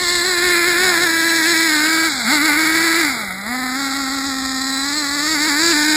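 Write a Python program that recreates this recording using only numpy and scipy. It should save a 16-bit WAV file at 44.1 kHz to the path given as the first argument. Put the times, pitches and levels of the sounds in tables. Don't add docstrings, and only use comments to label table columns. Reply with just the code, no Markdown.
import sys
import numpy as np
from scipy import signal
from scipy.fft import rfft, irfft, next_fast_len
from scipy.io import wavfile
from scipy.ndimage import uniform_filter1d

SR = 44100
rng = np.random.default_rng(int(sys.argv[2]) if len(sys.argv) > 2 else 0)


def dump(signal):
    limited = np.clip(np.atleast_2d(signal).T, -1, 1)
    pcm = np.round(limited * 32767).astype(np.int16)
    wavfile.write(sys.argv[1], SR, pcm)


def boost_factor(decibels):
    exponent = np.asarray(decibels, float) / 20
    return 10 ** exponent


N = 262836

# t/s, nearness/dB, nose toward us (below 0 away)/1, side-on/-1..1
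BUGGY_PATH = [(0, -7.5, 0.19, -0.2), (.1, -5, 0.94, -0.3), (.3, -5, 0.21, 0.1), (.5, 0.5, -0.4, 0.05),
              (.9, -1.5, -0.46, -0.12), (1.55, -0.47, .1, -0.04), (2.05, -1, -0.15, 0.14),
              (2.33, -1.5, -0.082, 0.3), (2.5, 0, -0.59, 0.11), (3.0, -0.5, -0.23, 0.12),
              (3.3, -3, -1.28, -0.04), (3.5, -8.5, -0.72, 0.41), (3.85, -9, 0.12, 0.45),
              (4.35, -11.5, .6, .7), (4.75, -10, 1, 0.49), (5.1, -9.5, 0.76, 0.15), (5.4, -4.5, 0.27, 0.15),
              (5.96, -1.5, 0.29, 0.44)]
# t/s, pipe ring f/Hz, pipe ring strength/1, upper shell ring f/Hz
PIPE_AIM = [(0, 1740, 0.43, 4360), (.33, 1670, 0.29, 4670), (.58, 2200, 0.52, 5040), (.8, 1755, 0.42, 5140),
            (1.1, 1747, 2.1, 5302), (1.45, 1840, 3, 5470), (1.62, 1970, 2.4, 5200), (1.85, 1499, 1.1, 4900),
            (2.05, 1480, 0.65, 4520), (2.56, 1980, 0.2, 4463), (2.9, 1750, 0.38, 4580),
            (3.15, 2060, 0.25, 4820), (3.55, 1850, 1.8, 4830), (4.0, 1390, 0.52, 4560),
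            (4.5, 1800, 1.6, 4860), (5.3, 1800, 0.49, 4500), (5.6, 1750, 0.63, 4650),
            (5.96, 1680, 0.76, 4890)]


def evened(x):
    return x / np.sqrt(np.mean(x ** 2) + 1e-20)


def levelled(x, size=3000):
    power = uniform_filter1d(uniform_filter1d(x ** 2, size), size)
    return x / np.sqrt(power + 1e-12)


def colour(x, points):
    hz, db = np.transpose(points)
    size = next_fast_len(len(x))
    grid_hz = np.fft.rfftfreq(size, 1 / SR)
    gain_db = np.interp(np.log(grid_hz + 1), np.log(hz), db, left=-90, right=-90)
    return irfft(rfft(x, size) * boost_factor(gain_db), size)[:len(x)]


def resonate(x, hz, width_hz):
    turn = np.exp(2j * np.pi * np.cumsum(hz) / SR)
    r = np.exp(-np.pi * width_hz / SR)
    return 2 * (turn * signal.lfilter([1 - r], [1, -r], x / turn)).real


def drift(hz):
    lowpass = signal.butter(2, hz, fs=SR, output="sos")
    return evened(signal.sosfilt(lowpass, rng.standard_normal(N + SR))[SR:])


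def curves(table):
    s, *columns = np.transpose(table)
    return [np.interp(np.arange(N) / SR, s, c) for c in columns]


def peaks(rows):
    t_s = np.arange(N) / SR
    return sum(np.interp(t_s, [s - abs(rise), s, s + abs(fall)], [0, top, 0])
               for s, top, rise, fall in rows)


def engine():
    # close by/dB, per nearness/(dB/dB), nose-on/dB, side-on/dB, throttle shut/dB,
    # revs/(dB/octave), flare/(dB/Hz), load/(dB/dB)
    thump_law = (-22.5, 0.91, 1, 8, -9.5, -1, 0.04, 0.07)
    low_law = (-31.5, 0.12, 0, -2, -3.5, -6, 0.0627, 1.64)
    pipe_law = (-16.5, 1, 0, -1.7, -7.5, -0.5, 0.0162, 0.23)
    rasp_law = (-18.5, 0.93, 6, 0.16, -2, 2, 0.1054, 0.59)
    valley_law = (-37.5, 1.5, 4, -4, -17, 5, 0.1634, 0)
    # f/Hz, level/dB
    low_shape = [(250, -27), (400, -4.5), (550, -11), (750, 1.5), (1050, 0), (1250, 0), (1500, -5)]
    pipe_shape = [(900, -15), (1150, -3), (1600, 6.5), (2200, 9), (2450, -1.5), (2600, -35.5), (2800, -41)]
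    valley_shape = [(2350, -53), (2550, 7), (2900, -1.5), (3250, -4.5), (3500, -65)]

    hz = driving()[1]
    rough, low_rough = misfire()
    turns = np.cumsum(hz * (1 + 0.00723 * drift(25.3) + 0.015 * drift(148.6))) / SR
    cycle, phase = turns.astype(int), turns % 1
    strength = rng.standard_normal((int(turns[-1]) + 99, 3))

    pulses = -evened(sum(order(k, turns) for k in range(2, 22)))
    uneven = uniform_filter1d(strength[cycle, 2], 60)
    pulses = pulses * boost_factor(5.9 * np.minimum(rough, 0.35) * uneven)
    gate = np.exp(-phase / 2.5) * boost_factor(0.84 * strength[cycle, 0])
    puffs = evened((5.9 + gate) * rng.standard_normal(N))

    drive, low_drive = (bounce(np.sqrt(1 - r) * pulses + 1.3 * np.sqrt(r) * puffs)
                        for r in (rough, low_rough))
    ring_hz, ring, _ = curves(PIPE_AIM)
    rung = drive + ring * resonate(drive, ring_hz, 330)
    valley = levelled(colour(bounce(pulses + 0.5 * puffs), valley_shape))
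    exhaust = level(low_law) * levelled(colour(low_drive, low_shape))
    exhaust = exhaust + level(pipe_law) * levelled(colour(rung, pipe_shape))
    exhaust = exhaust + level(valley_law) * boost_factor(2.7 * drift(28)) * valley

    thump = np.sqrt(2) * np.cos(2 * np.pi * turns + 0.19) * boost_factor(1.04 * drift(74))
    burst = np.exp(-phase / 0.5) * boost_factor(2.8 * strength[cycle, 1])
    spit = evened((0.5 + burst) * rng.standard_normal(N))
    return level(thump_law) * thump + exhaust + level(rasp_law) * rasp(spit + 0.5 * pulses)


def order(k, turns):
    flicker = boost_factor(1.2 * drift(22))
    return flicker * np.cos(2 * np.pi * k * turns - 0.1171 * k ** 2 + 0.61 * drift(26))


def rasp(spit):
    # t/s, f/Hz, share/0..1
    gear_whine = [(0, 4110, 0.2), (.3, 4090, 0.34), (1.0, 4000, 0.08), (1.5, 4000, 0), (1.8, 4246, .2),
                  (2.1, 4460, 0.01), (4.55, 4200, 0.04), (4.7, 4030, 0.59), (4.82, 4043, 0.67),
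                  (4.9, 4246, 0.47), (5.05, 4170, 0.34), (5.14, 4487, 0.4), (5.3, 4570, 0.5),
                  (5.45, 4655, 0.1), (5.68, 4793, 0.34), (5.96, 4930, 0.08)]
    # f/Hz, level/dB
    rasp_shape = [(3000, -51), (3250, -13), (3500, -5.5), (4200, -2.5), (5000, -2), (5500, -5), (5850, -13),
                  (6000, -26)]

    spit = spit * boost_factor(1.0 * drift(9.7))
    upper_hz = curves(PIPE_AIM)[2]
    whine_hz, whine_share = curves(gear_whine)
    bright = 0.86 + 0.05 * curves(BUGGY_PATH)[1] + 0.065 * np.arange(N) / SR
    out = evened(colour(spit, rasp_shape))
    high = resonate(out, np.full(N, 5500.), 1100)
    low = resonate(out, np.full(N, 3450.), 700)
    out = out + 1.24 * (bright - 1) * (high - low)
    rings = ((4030, 0.22, 420), (upper_hz, 0.2, 420), (whine_hz, whine_share, 170))
    for hz, share, width_hz in rings:
        hz = hz * (1 + 0.008 * drift(9))
        glint = boost_factor(2.5 * drift(4))
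        out = out + share * glint * evened(resonate(resonate(spit, hz, width_hz), hz, width_hz))
    return levelled(out)


def bounce(x):
    # t/s, delay/ms, share/0..1
    ground_echo = [(0, 0.99, 0.5), (.55, 1.23, 0.19), (1.5, 1.24, 0.36), (1.8, 1.305, 0.21),
                   (2.4, 1.42, 0.57), (2.85, 1.31, 0.06), (3.3, 1.43, 0.65), (3.6, 1.49, .1),
                   (3.95, 1.49, 0.56), (4.4, 1.59, 0.57), (4.8, 1.62, 0.09), (5.25, 1.58, .45),
                   (5.5, 1.22, 0.03), (5.96, 1.26, 0.65)]
    delay_ms, share = curves(ground_echo)
    at = np.arange(N)
    return x + np.clip(share, 0, 1) * np.interp(at - delay_ms * SR / 1000, at, x)


def driving():
    # t/s, f/Hz
    grip_revs = [(0, 345.4), (.9, 342.3), (1.16, 327.6), (1.66, 323.6), (1.78, 297.9), (1.86, 316),
                 (2.07, 328.2), (2.12, 280), (2.265, 211.7), (2.32, 290.6), (2.66, 315.1), (3.0, 329.2),
                 (3.17, 228.5), (3.31, 180.8), (3.45, 205.6), (3.52, 253.2), (4.8, 268.8), (5.96, 303.4)]
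    # top t/s, flare/Hz, rise/s, catch/s
    wheel_hops = [(.03, 27, 0.087, 0.029), (.15, 10, 0.082, 0.055), (.28, 29.5, 0.067, 0.093),
                  (.44, 16, 0.057, 0.17), (0.681, 19, 0.031, 0.062), (0.851, 36, 0.097, 0.088),
                  (1.031, 28.5, 0.027, 0.048), (1.329, 7, .12, 0.052), (1.429, -9.5, 0.043, 0.036),
                  (1.489, 19.5, 0.045, 0.059), (2.342, 16, 0.028, 0.024), (2.411, -11, 0.048, .02),
                  (2.465, 20, .05, 0.01986), (2.52, -17, 0.042, 0.064), (2.61, 10.5, 0.039, 0.048),
                  (2.85, 11, 0.16, 0.0394), (3.0, 12, 0.048, 0.027), (3.8, 24, .08, 0.17),
                  (4.001, 20.5, 0.092, 0.062), (4.16, 13.5, 0.12, 0.084), (4.279, 18, .06, .06),
                  (4.881, 16, .08, 0.075), (4.981, 31, .07, 0.084), (5.15, 8, 0.11, .12),
                  (5.325, 36, .15, .055), (5.48, 34, 0.096, 0.024), (5.52, -10.5, .02, 0.052),
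                  (5.64, 15.5, .08, .07), (5.715, 47.5, .16, 0.029), (5.91, 7, 0.072, 0.032)]
    # closing starts t/s, shut t/s, opening starts t/s, open t/s
    throttle_lifts = [
        (2.07, 2.114, 2.24, 2.28),
        (3.056, 3.153, 3.43, 3.5),
    ]
    t_s = np.arange(N) / SR
    shut = sum(np.interp(t_s, lift, [0, 1, 1, 0]) for lift in throttle_lifts)
    flare_hz = peaks(wheel_hops)
    return flare_hz, curves(grip_revs)[0] + flare_hz, shut


def misfire():
    # t/s, pipe share/0..1, low-order share/0..1
    rough_burn = [(0, .25, .12), (.8, .3, .22), (.95, .4, .4), (1.15, .18, .2), (1.6, .22, .35),
                  (2.05, .22, .45), (2.35, .3, .3), (2.65, .42, .6), (3.05, .42, .62), (3.25, .3, .15),
                  (3.55, .3, .1), (4.15, .45, .08), (4.6, .28, .08), (4.9, .15, .08), (5.96, .2, .25)]
    rough_shut = (.52, .18)
    shut = driving()[2]
    return [base + more * shut for base, more in zip(curves(rough_burn), rough_shut)]


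def level(law):
    # t/s, level/dB, rise/s, fade/s
    load_swells = [(.9, 4, .12, .2), (1.16, -1, 0.054, 0.039), (2.32, 6, 0.033, 0.074),
                   (2.5, 4, 0.052, 0.079), (2.65, -0.5, 0.082, 0.33), (3.35, -4.5, 0.17, 0.15),
                   (3.55, 1.5, 0.075, 0.19), (4.97, -1.5, .1, 0.077), (5.3, -1, 0.073, .05),
                   (5.51, 3.5, 0.016, 0.073), (5.78, 2.5, .05, .1), (5.98, 3.5, 0.073, 0.065)]
    flare_hz, hz, shut = driving()
    octaves = np.log2(hz / 320)
    state = [*curves(BUGGY_PATH), shut, octaves, flare_hz, peaks(load_swells)]
    return boost_factor(law[0] + np.dot(law[1:], state))


def wind():
    # t/s, level/dB
    gust_levels = [(0, -44), (1.0, -49.5), (1.79, -58), (2.31, -51.5), (3.07, -49), (3.6, -50.5),
                   (4.42, -47.5), (4.7, -51), (5.96, -49)]
    # f/Hz, level/dB
    wind_shape = [(20, -22), (40, -9.5), (65, -4), (100, -8), (160, -34), (300, -40)]
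    tyre_shape = [(60, -48), (110, -5), (180, -1.5), (280, 0), (400, -5.5), (600, -3), (900, -51)]
    # close by/dB, per nearness/(dB/dB), nose-on/dB, side-on/dB, throttle shut/dB,
    # revs/(dB/octave), flare/(dB/Hz), load/(dB/dB)
    tyre_law = (-39.5, 0.27, -2, -6.5, 3, 6, 0.1134, 0.43)
    gust = boost_factor(curves(gust_levels)[0] + 2.5 * drift(8.7))
    rumble = gust * evened(colour(rng.standard_normal(N), wind_shape))
    return rumble + level(tyre_law) * evened(colour(rng.standard_normal(N), tyre_shape))


def scene():
    return np.tile(engine() + wind(), (2, 1))


def masked(x):
    gate_floor = [(300, -60), (2000, -53), (2500, -50), (3200, -96), (4000, -48), (5900, -40.5),
                  (7500, -55), (9000, -43.5), (11500, -42), (12300, -41.5), (13000, -60), (14300, -41.5),
                  (14800, -44), (15600, -25), (22050, -10)]
    hz, _, z = signal.stft(x, SR, nperseg=2048, noverlap=1024)
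    power = abs(z) ** 2
    share = uniform_filter1d(power, size=5, axis=1) / (power.sum(1, keepdims=True) + 1e-20)
    edge_hz, edge_db = np.transpose(gate_floor)
    block = np.arange(len(hz)) // 32
    offset_db = 2.5 * rng.standard_normal((len(hz) // 32 + 1, z.shape[2]))[block]
    keep = share > boost_factor(2 * (np.interp(hz, edge_hz, edge_db)[:, None] + offset_db))
    return signal.istft(z * keep, SR, nperseg=2048, noverlap=1024)[1][:, :N]


def band_limit(x):
    return signal.sosfilt(signal.butter(12, 15850, fs=SR, output="sos"), x)


def record(dry):
    # up/1, down/1 to 12 kHz, hold/steps, up/1, down/1 from 48 kHz
    hold_ratios = (40, 147, 4, 147, 160)
    up, down, hold, back_up, back_down = hold_ratios
    dry = 1.15 * np.tanh(dry / 1.15)
    padded = np.pad(dry, ((0, 0), (0, down)))
    coarse = signal.resample_poly(padded, up, down, axis=1, window=("kaiser", 8.0))
    held = np.repeat(coarse, hold, axis=1)
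    held = signal.resample_poly(held, back_up, back_down, axis=1)[:, :N]
    return band_limit(masked(held))


dry = scene()
out = record(dry)
dump(out)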